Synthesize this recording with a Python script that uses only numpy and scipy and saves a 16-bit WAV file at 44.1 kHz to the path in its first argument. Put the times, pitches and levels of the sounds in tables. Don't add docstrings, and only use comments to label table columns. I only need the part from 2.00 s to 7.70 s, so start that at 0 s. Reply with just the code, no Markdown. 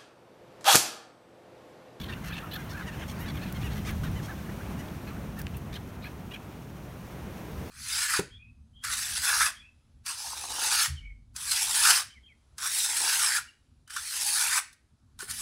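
import sys
import numpy as np
from scipy import signal
from scipy.fft import rfft, irfft, next_fast_len
from scipy.io import wavfile
from scipy.ndimage import map_coordinates

SR = 44100
rng = np.random.default_rng(int(sys.argv[2]) if len(sys.argv) > 2 else 0)


def to_wav(sig):
    pcm = np.clip(np.atleast_2d(sig), -1, 1) * 32767
    pcm = np.round(pcm).astype(np.int16)
    wavfile.write(sys.argv[1], SR, pcm.T)


N = 251370
TOP_HZ = 15800


def undb(db):
    return 10 ** (np.asarray(db) / 20)


def unit(x):
    return x / np.sqrt(np.mean(x ** 2) + 1e-18)


def curves(table):
    s, *columns = np.transpose(table)
    return [np.interp(np.arange(N) / SR, s, c) for c in columns]


def shape(x, response):
    size = next_fast_len(len(x) + 512)
    hz = np.fft.rfftfreq(size, 1 / SR) + 1
    return irfft(rfft(x, size) * response(hz), size)[:len(x)]


def colour(x, points):
    hz, db = np.transpose(points)
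    return unit(shape(x, lambda f: undb(np.interp(np.log(f), np.log(hz), db))))


def resonance(f, hz, width):
    return 1 / (1 + 1j * (f ** 2 - hz ** 2) / (f * width))


def walk(rate, size):
    steps = np.arange(size) * rate / SR + rng.random()
    return map_coordinates(rng.standard_normal(4096), [steps], order=2, mode="wrap")


def add(out, x, s):
    i = int(s * SR)
    x, i = x[max(-i, 0):], int(np.clip(i, 0, N - 1))
    out[i:i + len(x)] += x[:N - i]


def near_gulls(body_db=-1, throat_db=-1, shrill_db=-2, sizzle_db=-1, waver_db=3.5):
    # nominal start in seconds, nominal length in seconds, pitch in Hz, glide as a share of pitch
    # over half the length, number of bursts, roughness (held to 0-1), body level in dB, throat resonance in Hz,
    # throat level in dB, beak in dB relative to the throat, overtones in dB, sizzle in dB.
    cry_table = [(-.006, 0.035, 1126, 0.042, 2, 0.64, -57, 3400, -46.5, -17, -56, -56),
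                 (0.032, 0.015, 1130, -.06, 1, 0.7, -55, 3350, -44.5, -14, -63, -57),
                 (0.056, .014, 1050, -.06, 1, 0.7, -57, 3150, -49.5, -14, -69, -70),
                 (0.083, 0.043, 895, 0.026, 4, 0.6, -47, 3480, -50.5, -16, -65, -70),
                 (0.122, 0.021, 897, -0.028, 2, 0.25, -49.5, 2780, -45.5, -13, -63, -72),
                 (0.166, .026, 785, -0.009, 2, 0, -51.5, 2350, -73, -21, -76, -78),
                 (0.242, 0.048, 904, 0.1, 5, 0.88, -52, 2760, -53.5, -6, -53, -58),
                 (0.264, 0.054, 850, -0.032, 1, 0.7, -52.5, 2650, -51, -3, -66, -64),
                 (0.305, 0.034, 829, .1, 2, 0.3, -45, 2720, -47.5, -9, -68, -60),
                 (0.332, 0.019, 1234, -.02, 1, 0.25, -50, 3650, -47.5, -18, -67, -60),
                 (0.351, 0.045, 886, .02, 3, .6, -49, 2740, -46, -10, -60, -66),
                 (0.388, .02, 837, -.09, 1, .35, -48, 2500, -58, -16, -74, -74),
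                 (0.427, 0.032, 672, .02, 1, 0.44, -45, 1980, -65, -21, -76, -62),
                 (0.458, 0.025, 633, -0.055, 2, 0.54, -47.5, 1900, -64, -23, -76, -68),
                 (0.513, 0.017, 958, 0.092, 1, .45, -60, 3150, -46.5, -1, -67, -54),
                 (0.533, 0.017, 852, 0.05, 1, 0.3, -47, 3240, -42, -7, -57, -47.5),
                 (0.554, .015, 870, -0.081, 1, 0.4, -42.5, 3270, -43, -6, -58, -49.5),
                 (0.569, 0.011, 750, -0.053, 1, .3, -44, 2900, -55, -16, -68, -58),
                 (0.581, 0.042, 806, 0.029, 1, 0.35, -52, 2450, -58.5, -23, -63, -62),
                 (0.691, 0.051, 894, -0.019, 3, 0.28, -55, 3500, -55, 3, -58, -62),
                 (0.705, 0.017, 1077, 0.023, 1, 0.6, -60, 5400, -49, -8, -66, -70),
                 (0.725, 0.046, 790, -0.022, 2, 0.37, -45, 2450, -58, -14, -71, -72),
                 (.768, .04, 860, -0.039, 2, .5, -44, 2600, -56, -6, -61, -64),
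                 (.798, 0.033, 780, -0.097, 3, .6, -42.5, 2300, -57, -16, -70, -70),
                 (0.862, .038, 943, -0.014, 1, 0.44, -46, 2850, -51, -18, -55, -72),
                 (0.92, 0.033, 861, -0.03, 1, 0.3, -50, 2610, -55, -7, -65, -74),
                 (0.998, 0.038, 1040, -0.01, 1, 0.78, -48.5, 2800, -52.5, -20, -56, -68),
                 (1.023, 0.018, 810, -0.056, 1, 0.25, -46, 2900, -54, -20, -70, -74),
                 (1.078, 0.045, 1112, -.02, 3, 0.5, -54, 3050, -53, -9, -52, -59),
                 (1.15, 0.045, 1140, 0.028, 1, .35, -65, 4500, -62, -20, -68, -70),
                 (1.194, .05, 932, -0.021, 1, 0.32, -51, 2850, -57, -3, -61, -54),
                 (1.251, .04, 847, 0.033, 1, 0.5, -47.5, 2550, -60, -23, -72, -74),
                 (1.259, 0.014, 1270, 0.037, 1, .25, -61, 3850, -54, -20, -62, -68),
                 (1.277, 0.035, 1140, -0.0021, 2, 0.26, -50, 3550, -49.5, -2, -59, -68),
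                 (1.344, 0.042, 1147, -0.074, 2, 0.64, -54, 3200, -52.5, -18, -66, -64),
                 (1.385, .026, 798, -.03, 1, 0.6, -55, 2500, -60, -14, -72, -74),
                 (1.413, 0.04, 878, .01, 2, 0.34, -54, 2600, -51.5, -1, -61, -66),
                 (1.458, 0.028, 843, -.05, 2, 0.35, -53, 2550, -55, -8, -69, -70),
                 (1.543, 0.038, 1080, -0.066, 2, 0.5, -50.5, 3300, -55.5, -8, -63, -68),
                 (1.612, 0.02, 1146, 0.035, 1, .7, -53, 3600, -55, -14, -61, -64),
                 (1.63, 0.048, 938, -0.01, 1, 0.5, -53, 2720, -45, -25, -55, -57),
                 (1.709, 0.054, 1100, -0.039, 1, 0.7, -57, 3850, -56.5, -11, -58, -58),
                 (1.761, 0.032, 980, 0.061, 1, 1.06, -53, 3080, -50.5, -9, -54.5, -55),
                 (1.855, 0.049, 1170, -0.01, 1, 0.6, -43.5, 3380, -51.5, -27, -48, -55),
                 (1.874, .03, 804, -.05, 2, 0.86, -50, 2400, -48, -20, -66, -68),
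                 (1.905, .026, 855, -0.087, 1, 0.55, -53, 2580, -58, -27, -68, -68),
                 (2.034, .022, 780, 0.097, 1, 0.7, -47, 3020, -49.5, -10, -53.5, -58),
                 (2.051, .033, 934, -0.084, 1, 0.57, -46.5, 3400, -53, -20, -63, -66),
                 (2.157, 0.043, 994, -0.081, 1, 0.28, -48, 3080, -55, -27, -63, -72),
                 (2.232, 0.039, 1076, -0.044, 1, 0.66, -59, 3320, -58, -12, -53.5, -59),
                 (2.286, 0.04, 844, -0.046, 1, 0.5, -44, 2600, -70, -23, -72, -78),
                 (2.38, 0.026, 791, -0.055, 1, 0.3, -52.5, 2400, -68, -23, -76, -80),
                 (2.487, 0.017, 954, 0.068, 1, 0.6, -49.5, 2800, -64, -20, -62, -78),
                 (2.598, .038, 790, 0.089, 1, 0.6, -51.5, 2500, -60, -16, -64, -75),
                 (2.692, .025, 817, -.04, 1, 0.6, -60, 2400, -62, -20, -72, -76),
                 (2.782, 0.05, 963, -.05, 1, 0.5, -52.5, 2900, -60, -20, -57.5, -64),
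                 (3.068, 0.039, 811, -0.064, 1, 0.67, -54, 2290, -53.5, -5, -72, -80),
                 (3.101, 0.022, 657, -0.092, 1, 0.6, -50, 2000, -66, -16, -81, -80),
                 (3.162, 0.025, 765, 0.068, 2, 0.2, -50, 2300, -74, -23, -74, -84),
                 (3.369, 0.047, 880, -0.045, 1, 0.54, -50, 2780, -57, -21, -59, -64),
                 (3.541, .018, 850, 0.11, 1, .3, -62, 2580, -56, -24, -76, -76),
                 (3.727, 0.031, 1226, 0.036, 3, 0.77, -49.5, 3660, -47, -12, -58, -59),
                 (3.755, 0.013, 1045, -0.034, 1, 0.2, -52, 3250, -43, -14, -58, -59),
                 (3.766, .011, 826, -.05, 1, 0.4, -48, 3200, -52, -14, -65, -68),
                 (4.028, 0.054, 1387, 0.015, 1, 0.8, -64, 4000, -55, -14, -75, -69),
                 (4.041, 0.0091, 1130, -0.11, 1, 0.2, -49, 2400, -50.5, -14, -70, -62),
                 (4.052, 0.031, 824, -0.0055, 2, 0.23, -50.5, 2400, -48, -12, -66, -61),
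                 (4.312, 0.02, 915, 0.044, 1, 0.65, -54, 2800, -47.5, -26, -60, -65),
                 (4.337, 0.016, 826, -0.04, 1, .2, -52, 2800, -44.5, -31, -58.5, -58),
                 (4.356, 0.012, 796, -0.087, 1, 0.7, -52, 2500, -47, -25, -63, -68)]
    # frequency in Hz, relative level in dB.
    shrill_spectrum = [(2500, -102), (4300, -5.5), (4950, -2), (5500, 4), (6600, 1.5), (7500, -5.5),
                       (9300, -1.5), (10500, -11), (13000, -44)]
    sizzle_spectrum = [(8000, -31), (10500, -6), (11400, 2.5), (12700, 4), (14000, 0), (15500, -3)]
    out = np.zeros(N)
    for s, length, hz, glide, bursts, rough, low, throat_hz, ring, beak, overtones, sizzle in cry_table:
        x = syrinx(length, hz, glide, np.clip(rough, 0, 1), round(bursts))
        registers = [undb(low + body_db) * body(x, hz),
                     undb(ring + throat_db) * throat(x, throat_hz, beak),
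                     undb(overtones + shrill_db) * colour(x, shrill_spectrum),
                     undb(sizzle + sizzle_db) * colour(x, sizzle_spectrum)]
        cry = sum(part * undb(waver_db * np.tanh(walk(58.0, len(x)))) for part in registers)
        add(out, cry, s - length / 8)
    return out


def far_gulls(count=33, db=-59.5, busy_s=1.85, throat_hz=2900, throat_db=-2):
    out = np.zeros(N)
    for i, (when, length, pitch, ring, loud) in enumerate(rng.uniform(-1.0, 1, (count, 5))):
        hz = 860 + 170 * pitch
        x = syrinx(0.059 + 0.0136 * length, hz, glide=-0.0315, rough=0.44, bursts=1 + i % 3)
        cry = body(x, hz) + undb(throat_db) * throat(x, throat_hz * 1.34 ** ring)
        add(out, undb(db + 2 * loud) * cry, busy_s * (i + 1 + when) / count)
    return out


def syrinx(length, hz, glide, rough, bursts=1, wobble=0.0128, rasp_db=3.0, flutter_hz=190,
           split=0.54, edge=0.045, taper=0.95):
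    catch_dip, catch_sag = 0.92, 0.09
    size = int(length * 1.25 * SR)
    u = np.linspace(-1, 1, size)

    progress = np.clip((1.25 * u + 1) / 2, 0, 1)
    uneven = np.sin(np.pi * progress) * (.1 + .12 * walk(45, size))
    catch = np.cos(np.pi * (round(bursts) * progress + uneven)) ** 2 * (bursts > 1)
    catch = catch * np.clip(.95 + .15 * walk(60, size) - .15 * u ** 2, 0, 1)

    arch = -.17 * (u ** 2 - 1 / 8)
    contour = 1 + glide * u + arch - catch_sag * (catch - catch.mean() / 2)
    jitter = .033 * rough * walk(800, size) + .03 * rough * walk(130, size)
    pitch = hz * (contour + jitter + wobble * walk(95.3, size))
    phase = 2 * np.pi * np.cumsum(pitch) / SR

    k = np.arange(1, int(TOP_HZ / hz) + 2)[:, None]
    pulses = unit(np.cos(k * phase + rng.uniform(0, 1.8, k.shape)).sum(axis=0))
    pulses = pulses * (1 + 2 * split * rough * np.cos(phase * rng.uniform(.25, .5)))
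    hiss = 1.2 * rough ** 2 * unit(rng.standard_normal(size) * (1 + np.cos(phase)))

    rasp = undb(rasp_db * rough * np.tanh(walk(flutter_hz, size)))
    stutter = rasp * (1 - catch_dip * catch ** 3)
    fades = np.sin(np.pi / 2 * np.clip((1 - abs(u)) / edge, 0, 1)) ** 2
    swell = fades * np.exp(-taper * u ** 2)
    return (pulses + hiss) * stutter * swell


def body(x, pitch, width=700, low_hz=1050, centre=1.56):
    def response(f):
        skirts = (1 + (low_hz / f) ** 12) * (1 + (f / (2.4 * pitch)) ** 20)
        return abs(resonance(f, centre * pitch, width)) / np.sqrt(skirts)
    return unit(shape(x, response))


def throat(x, hz, beak_db=-23, width=1150, beak_hz=4100, beak_width=600, high=1.35):
    def response(f):
        skirts = (1 + (.75 * hz / f) ** 12) * (1 + (f / (high * hz)) ** 20)
        windpipe = abs(resonance(f, hz, width)) ** 2 / np.sqrt(skirts)
        beak = undb(beak_db) * abs(resonance(f, beak_hz, beak_width)) ** 2
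        return windpipe + beak
    return unit(shape(x, response))


def grit(crunch_hz=13000, crunch_width=8000, crush_s=0.00062):
    # start in seconds, peak of the knock in dB, its resonance in Hz, decay by 60 dB in seconds,
    # peak of the bright crunch in dB relative to the knock.
    grit_table = [(1.525, -40, 6000, 0.0076, 10), (1.910, -39, 3000, .02, 3),
                  (2.885, -39, 3020, 0.011, -13), (3.389, -45.5, 4500, 0.056, 15),
                  (3.416, -39, 5000, 0.01, 11), (3.468, -27, 1620, 0.0088, -17),
                  (3.568, -44.5, 2740, 0.051, 10.5)]
    out, t = np.zeros(N), np.arange(4096) / SR
    for s, db, hz, t60, crunch_db in grit_table:
        burst = rng.standard_normal(len(t)) * np.exp(-np.log(1000) * t / t60)
        knock = shape(burst, lambda f: resonance(f, hz, hz / 2) * resonance(f, hz, 2 * hz))
        grinding = burst * (1 - np.exp(-t / crush_s))
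        crunch = shape(grinding, lambda f: resonance(f, crunch_hz, crunch_width))
        click = knock / abs(knock).max() + undb(crunch_db) * crunch / abs(crunch).max()
        add(out, undb(db) * click, s)
    return out


def rocks(x, tail_db=-20, t60_s=0.27):
    # delay in seconds, level in dB ahead of the dulling.
    echo_table = [(.011, -17), (0.025, -28)]
    t = np.arange(SR // 2) / SR
    response = rng.standard_normal(len(t)) * np.exp(-np.log(1000) * t / t60_s)
    response *= undb(tail_db) / np.linalg.norm(response)
    for delay, db in echo_table:
        response[int(delay * SR)] += undb(db)
    reflected = signal.fftconvolve(x, response)[:N]
    return shape(reflected, lambda f: 1 / (1 + 1j * f / 6000))


def surf(wash_db=4.0, spray_db=3.0, churn_db=0.74, fizz_db=1.0, roar_hz=370, roar_width=240):
    # time in seconds, wash level in dB, spray level in dB, both before the trims in the arguments.
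    surf_table = [(0.0, -51, -62), (1.29, -48, -57.5), (1.94, -48.5, -56), (2.32, -49, -57.5),
                  (2.67, -47.5, -57.5), (3.79, -52.5, -63.5), (4.82, -53, -62.5), (5.33, -49.5, -59.5),
                  (5.7, -49.5, -56)]
    # time in seconds, level of the roar in dB.
    swell_table = [(0, -64), (2, -59), (3, -55.5), (4, -57.5), (5.2, -56), (5.7, -49)]
    # frequency in Hz, relative level in dB per Hz.
    wash_spectrum = [(130, -0.5), (300, 6.5), (450, 0.5), (650, 1.04), (1100, -2.5), (1700, -7),
                     (2600, -12), (3800, -20.5), (5000, -31), (8000, -28)]
    spray_spectrum = [(1000, -13), (2500, 8), (4000, 5), (4900, 2.5), (5700, 5.5), (6600, 4), (7700, -2),
                      (9600, 2.5), (10500, -3.5), (11500, 1.5), (14000, 2), (16000, 0)]
    wash_level, spray_level = curves(surf_table)
    swell_level, = curves(swell_table)
    wash = colour(rng.standard_normal(N), wash_spectrum)
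    wash = wash * undb(wash_db + wash_level + churn_db * walk(20, N))
    spray = colour(rng.standard_normal(N), spray_spectrum)
    spray = spray * undb(spray_db + spray_level + fizz_db * walk(35, N))
    roar = unit(shape(rng.standard_normal(N), lambda f: resonance(f, roar_hz, roar_width) ** 2))
    return wash + spray + roar * undb(swell_level)


def wind(db=-0.34, buffet_db=1.18, deep_hz=110, deepening=0.7, usual_db=-37):
    # time in seconds, level in dB before trim and buffeting.
    gust_table = [(0.0, -39), (0.33, -38.5), (0.35, -41.5), (1.2, -37), (1.55, -34.5), (2.08, -32.5),
                  (2.3, -38.5), (2.71, -36.5), (2.98, -39.5), (3.38, -37), (4.46, -43), (5.48, -40.5),
                  (5.52, -35.5), (5.7, -41.5)]
    # frequency in Hz, relative level in dB per Hz.
    eddy_spectrum = [(15, -42), (25, -47), (31, -21), (38, -18), (50, -5), (67, -1.5), (88, -3.5),
                     (110, -4.5), (160, -4), (210, -7), (260, -15), (340, -24), (450, -28.5), (700, -56)]
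    gust_db, = curves(gust_table)
    eddies = colour(rng.standard_normal(N), eddy_spectrum)
    deep = shape(eddies, lambda f: 1 / (1 + (f / deep_hz) ** 4))
    rumble = eddies + deep * (undb(deepening * (gust_db - usual_db)) - 1)
    return unit(rumble) * undb(db + gust_db + buffet_db * walk(18, N))


def scene():
    direct = near_gulls() + far_gulls() + grit()
    return (direct + rocks(direct) + wind() + surf())[None]


def record(dry):
    return signal.sosfilt(signal.ellip(10, .2, 80, TOP_HZ, fs=SR, output="sos"), dry)


dry = scene()
out = record(dry)
to_wav(out)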